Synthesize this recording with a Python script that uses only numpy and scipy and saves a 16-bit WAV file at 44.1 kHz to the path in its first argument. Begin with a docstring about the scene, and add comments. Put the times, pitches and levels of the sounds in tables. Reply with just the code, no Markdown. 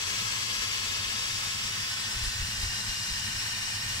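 """An electric pressure cooker vents a steady jet of steam in a small kitchen while its contents boil.
We start above the lid: bright hiss, fine spits of water and a faint whistle over the rumble of the pot.
The hand-held microphone then sinks to the front panel, fastest around 2 s: the whistle fades, the hiss
changes colour, and resonances and wall echoes shift. From about 2.2 to 3.1 s the grip bumps the
microphone. The boil swells near 3.4 s and again at the end, under a slightly louder jet."""
import sys
import numpy as np
from scipy import signal
from scipy.fft import rfft, irfft
from scipy.io import wavfile
from scipy.ndimage import uniform_filter1d

SR = 44100
rng = np.random.default_rng(int(sys.argv[2]) if len(sys.argv) > 2 else 0)


def store_pcm(level_fs):
    """Save levels as 16-bit WAV."""
    pcm = np.round(np.clip(level_fs, -1, 1) * 32767).astype(np.int16)
    wavfile.write(sys.argv[1], SR, np.atleast_2d(pcm).T)


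N = 176400
FRAME, HOP = 2048, 512
FRAME_HZ, FRAME_S = np.fft.rfftfreq(FRAME, 1 / SR), np.arange(N // HOP + 2) * HOP / SR
ALL_HZ, TIME = np.fft.rfftfreq(N, 1 / SR), np.arange(N) / SR

# The microphone's move, 0 above the lid to 1 at the front panel: time_s, position
MIC_PATH = [(0, 0.0346), (.9, 0.14), (1.5, 0.31), (2, 0.61), (2.6, 0.9), (4, 1)]
# Stereo image of the jet, likeness from 0 to 1: frequency_hz, likeness, left_lead_rad
JET_STEREO = [(249, 0.62, 0.91), (536, 0.61, 2.64), (1030, 0.54, 1.6), (2390, 0.59, 2.64),
              (2850, 0.37, 3.2), (3460, 0.91, 5.1), (4320, 0.57, 4.44), (5400, 0.32, 5.66),
              (6400, 0.02, 7.7), (8070, 0.25, 10.65), (15000, 0, 14.4)]
# Tone colour of the boiling pot: frequency_hz, level_db
BOIL_COLOUR = [(12, -80), (35, -72), (49, -66.5), (62, -76.5), (82, -69), (110, -62), (126, -72.5),
               (148, -76), (168, -74), (186, -80), (200, -70.5), (218, -77.5), (240, -78.5), (290, -103),
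               (600, -110)]
# How hard the pot boils: time_s, gain_db
BOIL_SWELLS = [(0, -1.5), (.22, 1), (.5, -0.5), (1, .5), (1.2, -1.5), (1.5, 1), (2, -0.5), (2.6, 2.5),
               (3.05, -1), (3.37, 6), (3.48, -2), (3.75, 0.5), (4, 4.5)]
# Thumps of the grip: centre_s, level_db, pitch_hz
GRIP_BUMPS = [(2.168, -30, 48.5), (2.24, -26, 42.7), (2.275, -33, 36), (2.401, -28.5, 75.5),
              (2.425, -26.5, 36), (2.589, -40, 60), (2.639, -30.5, 40), (2.671, -28.5, 75.5),
              (2.899, -33.5, 36), (3.105, -38, 42), (3.125, -32.5, 38)]
# Standing waves along the microphone's path:
# pitch_hz, width_hz, loudest_s, reach_s, left_db, right_db, left_lead_rad
RESONANCES = [(1300, 96, 0.394, 1.95, -69, -69, 1.65), (1525, 64, 2.8, 1.3, -66.5, -73.5, -.8),
              (1620, 48, .2, .25, -76, -63.5, 3.5), (1700, 57, .9, 1.1, -63, -68, 2),
              (1830, 103, 3, 1.4, -72, -65, 0.06), (2130, 100, .9, 0.97, -65.5, -70, -2.5),
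              (2424, 110, 3.6, .9, -66, -82, 1.7), (2583, 74, 0.592, 0.97, -67, -66, -0.5),
              (2600, 140, 1.9, .7, -73, -65, -2), (2760, 50, 3.3, .75, -73, -68, -4),
              (2870, 140, .8, 1.2, -65, -67, 3.5), (2830, 77, 3.2, .9, -61, -76, .8),
              (2935, 43, 1, 1.6, -70, -60.5, 3.5), (2990, 61, 3.55, .55, -62, -80, 4),
              (3250, 72, .7, 1.8, -80, -64.5, -.5), (3328, 90, 0.72, 1.6, -67, -68.5, -0.5),
              (3510, 98, 2.1, 0.37, -64, -75, -0.5), (3662, 87, 1.25, 0.66, -64.5, -66, -0.5),
              (3703, 71, 3.2, .9, -69, -69, -0.3), (4330, 100, .55, 0.83, -75, -67, 0.5),
              (4295, 98, 3.5, 1, -66.5, -74, -2.5), (4490, 110, 0.59, 1.4, -61.5, -74, 2.5),
              (4650, 160, 1.95, .5, -68, -66.5, -2), (4840, 100, .75, 0.89, -63, -74, -2),
              (4942, 57, 2.78, .48, -61.5, -61.5, -1), (5090, 82, 1.85, 0.346, -63.5, -61.5, 1.1),
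              (5134, 75, 3.25, 0.94, -61, -71, 0.5), (5340, 110, 1.3, .3, -61, -72, 1.6),
              (5450, 68, 1.5, .25, -71.5, -61, 1.5), (5260, 81, 2.1, 0.2, -61, -69, 0),
              (5514, 56, 3.15, 1.17, -66.5, -62, -.4), (5610, 60, 0.38, 0.89, -64, -67.5, -2),
              (5767, 75, 1.1, 2.1, -64.5, -72, 1.5), (5840, 120, 3.1, .9, -63.5, -71, 1.5),
              (6050, 90, 3.5, .9, -68, -81, 3), (5390, 70, 3.6, .5, -70, -66.5, 0),
              (6980, 320, 1.45, 0.2, -71, -76, -3.5), (7500, 150, 2.7, .8, -71, -81, 6.5),
              (7950, 110, 3.3, 0.71, -70, -82, 4.5)]
# Tone colour of the hiss above the lid: frequency_hz, left_db, right_db
LID_COLOUR = [(305, -80.5, -81.5), (400, -74.5, -75), (750, -78, -82), (980, -71.5, -82),
              (1190, -71.5, -85), (1460, -75, -74), (1795, -72.5, -70.5), (2270, -66.5, -71),
              (2850, -68.5, -70), (3500, -68, -72), (4040, -70, -71.5), (5650, -65.5, -75),
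              (6400, -69.5, -74), (8000, -68.5, -82), (8400, -77, -80), (9600, -81.5, -79),
              (10400, -81.5, -83), (15200, -88.5, -91)]
# Tone colour of the hiss at the front panel: frequency_hz, left_db, right_db
FRONT_COLOUR = [(314, -85, -83), (644, -80.5, -84.5), (910, -76.5, -77), (1250, -79.5, -76),
                (1800, -74.5, -69.5), (2330, -76, -71.5), (3050, -69, -72.5), (3490, -77, -77.5),
                (3970, -69, -74), (4650, -72, -72), (5700, -71, -74.5), (6100, -75.5, -79.5),
                (7860, -73, -79.5), (8360, -79, -85), (9350, -80.5, -75.5), (10300, -87.5, -85.5),
                (15500, -91, -92.5)]
# Strength of the jet at the microphone: time_s, gain_db
JET_SWELL = [(0, 0), (1.1, 0.1), (1.7, -0.1), (2.2, 0.6), (3, 0.5), (4, 1.54)]


def amp(db):
    """Decibels to gain."""
    return 10 ** (np.asarray(db) / 20)


def unit_rms(x):
    """Scales a signal to rms 1."""
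    return x / np.sqrt(np.mean(abs(x) ** 2) + 1e-20)


def at_frequency(table, hz):
    """A table's value columns at hz, interpolated along a log-frequency axis."""
    points_hz, *columns = np.transpose(table)
    return np.array([np.interp(np.log(hz + 1), np.log(points_hz + 1), column) for column in columns])


def at_time(table, t):
    """An automation curve at times t."""
    return np.interp(t, *np.transpose(table))


def noise(gain):
    """Noise whose amplitude density follows gain across frequency."""
    return irfft(rfft(rng.standard_normal(N)) * gain, N) * np.sqrt(SR / 2)


def wander(top_hz):
    """Smooth random modulation of rms 1, rolling off above top_hz."""
    return unit_rms(noise(1 / (1 + (ALL_HZ / top_hz) ** 4)))


def boiling(surge_db=0.43, side_db=-18.5):
    """The boiling contents give a surging low rumble, close to the centre of the image."""
    colour = amp(at_frequency(BOIL_COLOUR, ALL_HZ)[0])
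    mid = noise(colour) * amp(at_time(BOIL_SWELLS, TIME) + surge_db * wander(top_hz=12))
    side = np.outer([1, -1], noise(colour)) * amp(side_db)
    return mid + side


def grip_bumps(push_cycles=0.54, rub_db=-16.5, rub_s=0.059, rub_hz=118, rub_lag_s=0.0022, side_db=-15.5):
    """Each bump is one soft push of the hand with a dull rub around it."""
    mid = np.zeros(N)
    rub = unit_rms(noise(ALL_HZ / (ALL_HZ + 40) / (1 + (ALL_HZ / rub_hz) ** 8)))
    for centre_s, level_db, pitch_hz in GRIP_BUMPS:
        t = TIME - centre_s
        push = -np.cos(2 * np.pi * pitch_hz * t) * np.exp(-(t * pitch_hz / push_cycles) ** 2)
        rub_envelope = amp(rub_db) * np.exp(-((t - rub_lag_s) / rub_s) ** 2)
        mid += amp(level_db) * (push + rub * rub_envelope)
    side = np.outer([1, -1], mid) * amp(side_db) * wander(top_hz=30)  # left and right shake unequally
    return mid + side


def vent_whistle(pitch_hz=1068, waver_hz=3.54, lid_db=-51.5, front_db=-63):
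    """The vent sings a faint wavering tone, heard mostly above the lid."""
    wavering_hz = pitch_hz + waver_hz * wander(top_hz=14.1)
    level_db = lid_db + (front_db - lid_db) * at_time(MIC_PATH, TIME) ** 2
    tone = np.sqrt(2) * amp(level_db) * np.exp(2j * np.pi * np.cumsum(wavering_hz) / SR)
    _, lead_rad = at_frequency(JET_STEREO, pitch_hz)
    return np.array([tone, tone * np.exp(-1j * lead_rad)]).real


def water_spits(per_s=160, level_db=-56.5, spread_db=2, decay_s=0.00074, centre_hz=8000):
    """Tiny droplets burst in the jet and give the treble a fine grain."""
    onsets = rng.random(N) < per_s / SR
    clicks = onsets * amp(spread_db * np.minimum(rng.exponential(1, N), 5))
    burst = rng.standard_normal((2, N)) * np.exp(-TIME / decay_s)
    band = (ALL_HZ / centre_hz) ** 2 / (1 + (ALL_HZ / centre_hz) ** 4)
    return amp(level_db) * unit_rms(irfft(rfft(clicks) * rfft(burst) * band, N))


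def standing_waves():
    """Bands of hiss ring between pot and walls, swelling, rising and fading as the microphone passes."""
    out, position = np.zeros((2, N)), at_time(MIC_PATH, TIME)
    for pitch_hz, width_hz, loudest_s, reach_s, left_db, right_db, lead_rad in RESONANCES:
        near = abs(TIME - loudest_s) < 2 * reach_s
        band = np.sqrt(2 * SR) / (1 + (2 * (ALL_HZ - pitch_hz) / width_hz) ** 2)
        ring = np.fft.ifft(rfft(rng.standard_normal(N)) * band, N)[near]  # complex, so it can glide
        full_rise_hz = 239.5 * (pitch_hz / 5000) ** 2  # lid to front; low bands rise less
        shift_hz = full_rise_hz * (position[near] - at_time(MIC_PATH, loudest_s))
        glide = np.exp(2j * np.pi * np.cumsum(shift_hz) / SR)
        swell = np.exp(-((TIME[near] - loudest_s) / reach_s) ** 4)
        pan = [amp(left_db), amp(right_db) * np.exp(-1j * lead_rad)]
        out[:, near] += np.outer(pan, ring * glide * swell).real
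    return out


def kitchen_reverb(dry, t60_s=0.2, wet_db=-14.5):
    """The small room adds a short diffuse ring."""
    tail = unit_rms(rng.standard_normal(N) * amp(-60 * TIME / t60_s)) / np.sqrt(N)
    return irfft(rfft(dry) * unit_rms(1 + amp(wet_db) * rfft(tail)), N)


def wall_echoes(position, count=24, first_s=0.003, last_s=0.022, shift_s=0.000793, corner_hz=4700):
    """Echoes off counter, cupboards and walls comb the treble; the comb shifts with the microphone."""
    strength = FRAME_HZ ** 2 / (FRAME_HZ ** 2 + corner_hz ** 2) / np.sqrt(count)
    comb = 1
    for distance, drift, polarity in rng.random((count, 3)):
        delay_s = first_s + (last_s - first_s) * distance ** 2 + shift_s * (2 * drift - 1) * position
        comb = comb + np.sign(polarity - 0.5) * strength * np.exp(-2j * np.pi * delay_s * FRAME_HZ)
    return comb / np.sqrt(1 + count * strength ** 2)


def hiss_eq_db(colour, low_cut_hz=230):
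    """The EQ of the hiss at one spot, shaped channels x 1 x bins."""
    low_cut_db = 10 * np.log10(1 + (low_cut_hz / (FRAME_HZ + 1)) ** 8)
    return (at_frequency(colour, FRAME_HZ) - low_cut_db)[:, None]


def steam_jet(flutter_db=0.63, shimmer_db=0.5):
    """The turbulent jet hisses and flutters slightly, coloured by where the microphone is."""
    position = at_time(MIC_PATH, FRAME_S)[:, None]
    flutter = amp(flutter_db * wander(top_hz=21) + at_time(JET_SWELL, TIME))
    jets = np.array([kitchen_reverb(noise(1)) * flutter for _ in range(2)])
    shared, separate = signal.stft(jets, nperseg=FRAME, noverlap=FRAME - HOP)[2].swapaxes(1, 2)
    likeness, lead_rad = at_frequency(JET_STEREO, FRAME_HZ)
    right = (likeness * shared + np.sqrt(1 - likeness ** 2) * separate) * np.exp(-1j * lead_rad)
    spectra = np.array([shared * wall_echoes(position), right * wall_echoes(position)])
    # Patches of hiss, 8 frames long and 70 bins wide, drift a little in level.
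    patches = uniform_filter1d(rng.standard_normal(shared.shape), size=8, axis=0)
    patches = unit_rms(uniform_filter1d(patches, size=70, axis=1))
    eq_db = (1 - position) * hiss_eq_db(LID_COLOUR) + position * hiss_eq_db(FRONT_COLOUR)
    spectra *= amp(eq_db + shimmer_db * patches)
    return signal.istft(spectra.swapaxes(1, 2), nperseg=FRAME, noverlap=FRAME - HOP)[1][:, :N]


def scene():
    """The stereo mix: steam with its resonances, spits and whistle, over the boil and the bumps."""
    return steam_jet() + standing_waves() + water_spits() + vent_whistle() + boiling() + grip_bumps()


def record(dry):
    """A steep high cut takes off the topmost air."""
    high_cut = signal.firwin(1023, 15720, window=("kaiser", 9), fs=SR)
    return signal.oaconvolve(dry, high_cut[None], "same")


dry = scene()
out = record(dry)
store_pcm(out)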